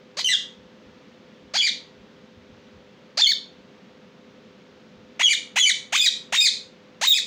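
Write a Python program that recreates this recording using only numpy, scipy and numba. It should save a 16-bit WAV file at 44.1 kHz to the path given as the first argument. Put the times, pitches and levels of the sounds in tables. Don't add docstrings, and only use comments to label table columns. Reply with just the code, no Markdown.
import sys
import numpy as np
from scipy import signal
from scipy.fft import rfft, irfft
from scipy.io import wavfile
from scipy.ndimage import map_coordinates
from numba import njit

SR = 44100
rng = np.random.default_rng(int(sys.argv[2]) if len(sys.argv) > 2 else 0)


def to_wav(s):
    ch = np.atleast_2d(s).T
    pcm = np.round(np.clip(ch, -1, 1) * 32767)
    wavfile.write(sys.argv[1], SR, pcm.astype(np.int16))


N = 320166
TIME = np.arange(N) / SR


def undb(db):
    return 10 ** (np.asarray(db) / 20)


def lookup(hz, points):
    f, value = np.transpose(points)
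    return np.interp(np.log(np.maximum(hz, 1)), np.log(f), value)


def shaped(x, gain):
    return irfft(rfft(x) * gain(np.fft.rfftfreq(len(x), 1 / SR)), len(x))


def unit(x):
    return x / np.sqrt(np.mean(x ** 2))


def wander(size, rate):
    at = np.arange(size) * rate / SR
    return map_coordinates(rng.standard_normal(int(at[-1]) + 2), [at], order=2, mode="nearest")


def resonance(hz, centre_hz, width_hz):
    return 1j * hz * width_hz / (centre_hz ** 2 - hz ** 2 + 1j * hz * width_hz)


def span(start, end):
    t = TIME[int(start * SR):int(end * SR)]
    return t, np.linspace(0, 1, len(t))


def add(out, t, note, attack_s, release_s):
    edges = np.clip((t - t[0]) / attack_s, 0, 1) * np.clip((t[-1] - t) / release_s, 0, 1)
    first = round(t[0] * SR)
    out[first:first + len(t)] += note * edges


def fan():
    # frequency in Hz, noise density in dB per Hz.
    air_spectrum = [(25, -112), (55, -99), (90, -89.5), (130, -83.5), (210, -72), (330, -82), (550, -83),
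                    (750, -91), (1200, -91), (3500, -95), (6500, -107), (9000, -127), (13000, -131),
                    (16000, -133)]
    # frequency in Hz, rms level in dB.
    motor_tones = [(406, -63), (507, -58.5), (913, -74.5)]
    air = shaped(rng.standard_normal(N), lambda f: undb(lookup(f, air_spectrum))) * np.sqrt(SR / 2)
    air *= undb(0.4 * wander(N, rate=4.6))
    hum = np.zeros(N)
    for hz, db in motor_tones:
        amplitude = np.sqrt(2) * undb(db + 0.41 * wander(N, rate=5.4))
        pitch = hz * (1 + 0.0013 * wander(N, rate=4.5))
        hum += amplitude * np.sin(2 * np.pi * np.cumsum(pitch) / SR)
    return air + hum


def hand(grip_db=-75.5, rise_s=0.026):
    # start in seconds, level at the crest in dB.
    bumps = [(.3, -63), (.58, -60), (.86, -58.5), (1.42, -62), (1.97, -57), (2.35, -55.5), (2.49, -54),
             (2.73, -58.5), (3.53, -64), (4.96, -57)]
    strength = undb(grip_db)
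    for start, db in bumps:
        age = np.maximum(TIME - start, 0) / rise_s
        strength = strength + undb(db) * age * np.exp(1 - age)
    rumble = shaped(rng.standard_normal(N), lambda f: resonance(f, centre_hz=78.5, width_hz=55) ** 2)
    return strength * unit(rumble)


def tract(hz, throat_hz, throat_db, beak_db, sheen_db, beak_hz=5500):
    # frequency in Hz, gain in dB.
    windpipe = [(400, -4), (900, -2.5), (1400, -3), (2200, 3), (3500, 0), (5200, -3), (6600, 2.5),
                (8000, -6.5), (9600, -13.5), (11000, -22.5), (16000, -25)]
    treble = hz ** 4 / (hz ** 4 + beak_hz ** 4) * (hz / beak_hz) ** 0.26
    throat = throat_db * np.abs(resonance(hz, throat_hz, width_hz=1570)) ** 2
    sheen = sheen_db * np.abs(resonance(hz, centre_hz=15200, width_hz=2000)) ** 2
    return undb(lookup(hz, windpipe) + beak_db * treble + throat + sheen)


def syrinx(pitch, harmonics, colour, jitter, jitter_rate, shimmer_db, hiss_db, hiss_top_hz=11000):
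    size = len(pitch)
    pitch = pitch * (1 + jitter * wander(size, jitter_rate))
    phase = 2 * np.pi * np.cumsum(pitch) / SR
    k = np.arange(1, int(SR / 2 / pitch.min()))[:, None]
    partials = undb(lookup(k, harmonics)) * colour(k * pitch) * (k * pitch < SR / 2)
    tone = unit((partials * np.sin(k * phase + rng.standard_normal(k.shape))).sum(axis=0))
    puffs = rng.standard_normal(size) * (1 + np.cos(phase))
    hiss_band = lambda f: f ** 2 / (f ** 2 + pitch.mean() ** 2) / np.hypot(1, (f / hiss_top_hz) ** 2)
    hiss = unit(shaped(puffs, lambda f: colour(f) * hiss_band(f)))
    return tone * undb(shimmer_db * wander(size, rate=229)) + undb(hiss_db) * hiss


def buzzes(first_hz=470, swell_db=8, edge_hz=6400, edge_db=4):
    # start, crack and end in seconds, pitch at the crack and at the end in Hz, level in dB,
    # throat resonance in Hz, its height in dB, beak brightness in dB.
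    notes = [(0.168, 0.19, .203, 676, 1390, -26, 4580, 18, -1),
             (1.536, 1.562, 1.579, 884, 2664, -21.5, 4740, 18, -4),
             (3.171, 3.203, 3.217, 905, 2530, -14.5, 4570, 24.5, 0.5),
             (5.193, 5.216, 5.228, 1040, 2435, -15.5, 2510, 11, 1.5),
             (5.557, 5.58, 5.597, 1053, 2630, -15.5, 2690, 11, 5.5),
             (5.922, 5.955, 5.971, 1227, 2730, -16.5, 2960, 7, 3.5),
             (6.322, 6.345, 6.368, 1108, 2837, -18, 3000, 6, 2.5),
             (7.011, 7.049, 7.065, 1071, 2730, -19, 4200, 8, 4)]
    # harmonic number, strength in dB.
    harmonics = [(1, 4.5), (2, 2.5), (4, -3.5), (8, -9), (16, -9.5), (32, -14)]
    out = np.zeros(N)
    upper_throat = lambda f: undb(edge_db * np.abs(resonance(f, edge_hz, width_hz=1100)) ** 2)
    for start, crack, end, crack_hz, end_hz, db, throat_hz, throat_db, beak_db in notes:
        t, _ = span(start, end)
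        rise = np.clip((t - start) / (crack - start), 0, 1)
        leap = np.clip((t - crack) / (end - crack), 0, 1)
        pitch = first_hz + (crack_hz - first_hz) * rise ** 0.8 + (end_hz - crack_hz) * leap ** 0.99
        rough = np.sin(np.pi * leap ** 0.6)
        colour = lambda f: upper_throat(f) * tract(f, throat_hz, throat_db, beak_db, sheen_db=-4)
        note = syrinx(pitch, harmonics, colour, jitter=0.016 + 0.076 * rough, jitter_rate=900,
                      shimmer_db=2.2, hiss_db=-21 + 10 * rough)
        add(out, t, note * undb(db - swell_db * (1 - rise) ** 2), attack_s=0.0049, release_s=0.0056)
    return out


def whistles(scoop_share=0.03, scoop_s=0.0048, sag_s=0.00522, edge_hz=6900, edge_db=4):
    # start and end in seconds, held pitch and sag in Hz, moment of the sag as a share of
    # the note, first and last level in dB, beak brightness in dB, sheen near 15 kHz in dB.
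    notes = [(0.243, 0.291, 3127, 340, .45, -23, -19, 5, 4),
             (1.578, 1.613, 3423, 760, 0.82, -15.5, -21, -13, -5),
             (3.218, 3.272, 3613, 550, 0.52, -4.5, -18.5, -13, -5),
             (5.229, 5.287, 3353, 432, 0.53, -11.5, -10, -4, -7),
             (5.594, 5.657, 3424, 401, .48, -16.5, -10, 3, -16),
             (5.974, 6.012, 3730, 298, .52, -19.5, -15.5, -3, 20),
             (6.368, 6.407, 3733, 257, 0.99, -16, -13, -7, 17),
             (7.069, 7.129, 3786, 696, 0.93, -10, -9.5, -8, 26.5)]
    # harmonic number, strength in dB.
    harmonics = [(1, -2.5), (2, -13.5), (3, -21), (4, -22.5), (6, -41.5)]
    out = np.zeros(N)
    for start, end, held_hz, sag_hz, sag_at, first_db, last_db, beak_db, sheen_db in notes:
        t, progress = span(start, end)
        scoop = scoop_share * np.exp(-(t - start) / scoop_s)
        sag = 1 / (1 + np.exp((sag_at - progress) * (end - start) / sag_s))
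        pitch = held_hz * (1 - scoop) - sag_hz * sag
        colour = lambda f: tract(f, edge_hz, edge_db, beak_db, sheen_db)
        note = syrinx(pitch, harmonics, colour, jitter=0.006, jitter_rate=600, shimmer_db=2, hiss_db=-21)
        level = undb(first_db + (last_db - first_db) * progress)
        add(out, t, note * level, attack_s=0.003, release_s=0.0014)
    return out


def falls(wobble_hz=40.4, settle_s=0.032, lift_hz=29.84, crest_share=0.45, last_hz=1375, closing_db=9):
    # start and end in seconds, held pitch and overshoot at the break in Hz, length of the
    # slide in seconds, first and last level in dB, throat resonance in Hz, its height in dB,
    # beak brightness in dB, sheen near 15 kHz in dB.
    notes = [(0.286, 0.352, 2020, 50, .058, -19, -26, 3420, 6.5, -2, 3),
             (1.613, 1.687, 2323, -160, 0.03, -19.5, -20.5, 4750, 10, -9, 3),
             (3.267, 3.329, 2210, 50, 0.03, -14, -15.5, 4400, 19, -5, 27),
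             (5.288, 5.344, 2298, 121, 0.028, -15.5, -16, 2680, 3.5, 1, 0),
             (5.655, 5.711, 2282, -110, 0.025, -14.5, -14.5, 2660, 4.5, 2.5, 0),
             (6.008, 6.079, 2459, 23, .036, -17.5, -18, 4210, 11, 5, 8),
             (6.403, 6.482, 2491, -48.5, .041, -13.5, -19, 4400, 13.5, 6.5, 3),
             (7.134, 7.195, 2510, 130, .036, -17, -23, 4340, 7.7, 3.5, 8)]
    # harmonic number, strength in dB.
    harmonics = [(1, -1.5), (2, -3.5), (3, -4.5), (4, -6), (6, -20), (11, -28)]
    out = np.zeros(N)
    for (start, end, held_hz, overshoot_hz, slide_s, first_db, last_db,
         throat_hz, throat_db, beak_db, sheen_db) in notes:
        t, progress = span(start, end)
        age = t - start
        wobble = overshoot_hz * np.exp(-age / settle_s) * np.cos(2 * np.pi * wobble_hz * age)
        slide = np.clip(1 - (end - t) / slide_s, 0, 1) ** 1.75
        lift = -lift_hz * np.cos(np.pi * np.minimum(progress / crest_share, 1))
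        pitch = (held_hz + wobble + lift) * (1 - slide) + last_hz * slide
        unsteady = 1 + np.exp(-10 * progress) + 2 * progress ** 4
        colour = lambda f: tract(f, throat_hz, throat_db, beak_db, sheen_db)
        note = syrinx(pitch, harmonics, colour, jitter=0.013 * unsteady, jitter_rate=1100,
                      shimmer_db=2.6, hiss_db=-14.5)
        bite = shaped(note, lambda f: resonance(f, centre_hz=3600, width_hz=680))
        note = note + undb(closing_db) * progress ** 4 * bite
        level = undb(first_db + (last_db - first_db) * progress)
        add(out, t, note * level, attack_s=0.0039, release_s=0.0088)
    return out


def room(voice, tail_db=-10, gap_s=0.011, scatter_s=0.00074):
    # frequency in Hz, seconds to fall by 60 dB.
    decay_times = [(500, 0.2), (2300, 0.35), (4500, 0.31), (8000, 0.29), (15000, 0.12)]
    # delay in seconds, relative level in dB.
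    bounces = [(.0052, -9), (.0127, -12.5), (.0158, -6), (.0196, -25.5), (.0221, -14.5), (.027, -23.5)]
    # time in seconds, gain into the room in dB.
    head_turns = [(.3, 1), (1.65, -1.5), (3.25, -8.5), (5.3, -5), (5.65, -5.5), (6.05, -2.5), (6.45, -1.5),
                  (7.1, -4.5)]
    t = TIME[:SR * 3 // 4]
    centres = np.geomspace(250, 16000, 7)
    noise = rng.standard_normal(len(t))
    tail = np.zeros(len(t))
    for hz in centres:
        octave = shaped(noise, lambda f: lookup(f, np.c_[centres, centres == hz]))
        tail += octave * 1000 ** (-t / lookup(hz, decay_times))
    response = undb(tail_db) * unit(tail * np.clip(t / gap_s - 1, 0, 1))
    for delay_s, db in bounces:
        scatter = (t > delay_s) * np.exp(-np.abs(t - delay_s) / scatter_s)
        response += undb(db) * unit(rng.standard_normal(len(t)) * scatter)
    # frequency in Hz, gain in dB.
    walls = [(700, -7.5), (1500, -9), (2200, -1), (3700, 6.5), (5000, 2.5), (7000, 2), (15000, 7)]
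    response = shaped(response / np.sqrt(len(t)), lambda f: undb(lookup(f, walls)))
    into_room = undb(np.interp(TIME, *np.transpose(head_turns)))
    return signal.fftconvolve(voice * into_room, response)[:N]


def scene():
    bird = buzzes() + whistles() + falls()
    return (bird + room(bird) + fan() + hand())[None]


@njit
def follow(x, attack, release):
    out, level = np.empty(len(x)), 0.
    for i in range(len(x)):
        level += (x[i] - level) * (attack if x[i] > level else release)
        out[i] = level
    return out


def record(dry, knee_db=-22, squeeze=0.42, attack_s=0.0022, release_s=0.021, top_hz=15900):
    mic = shaped(dry[0], lambda f: 1 + undb(6.5) * resonance(f, centre_hz=15100, width_hz=870))
    envelope = follow(np.abs(mic), 1 / (attack_s * SR), 1 / (release_s * SR))
    look_ahead = np.interp(TIME + attack_s, TIME, envelope)
    ducked = mic * np.maximum(look_ahead / undb(knee_db), 1) ** -squeeze
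    lowpass = signal.ellip(10, 0.2, 70, top_hz, fs=SR, output="sos")
    return signal.sosfilt(lowpass, ducked)[None]


dry = scene()
out = record(dry)
to_wav(out)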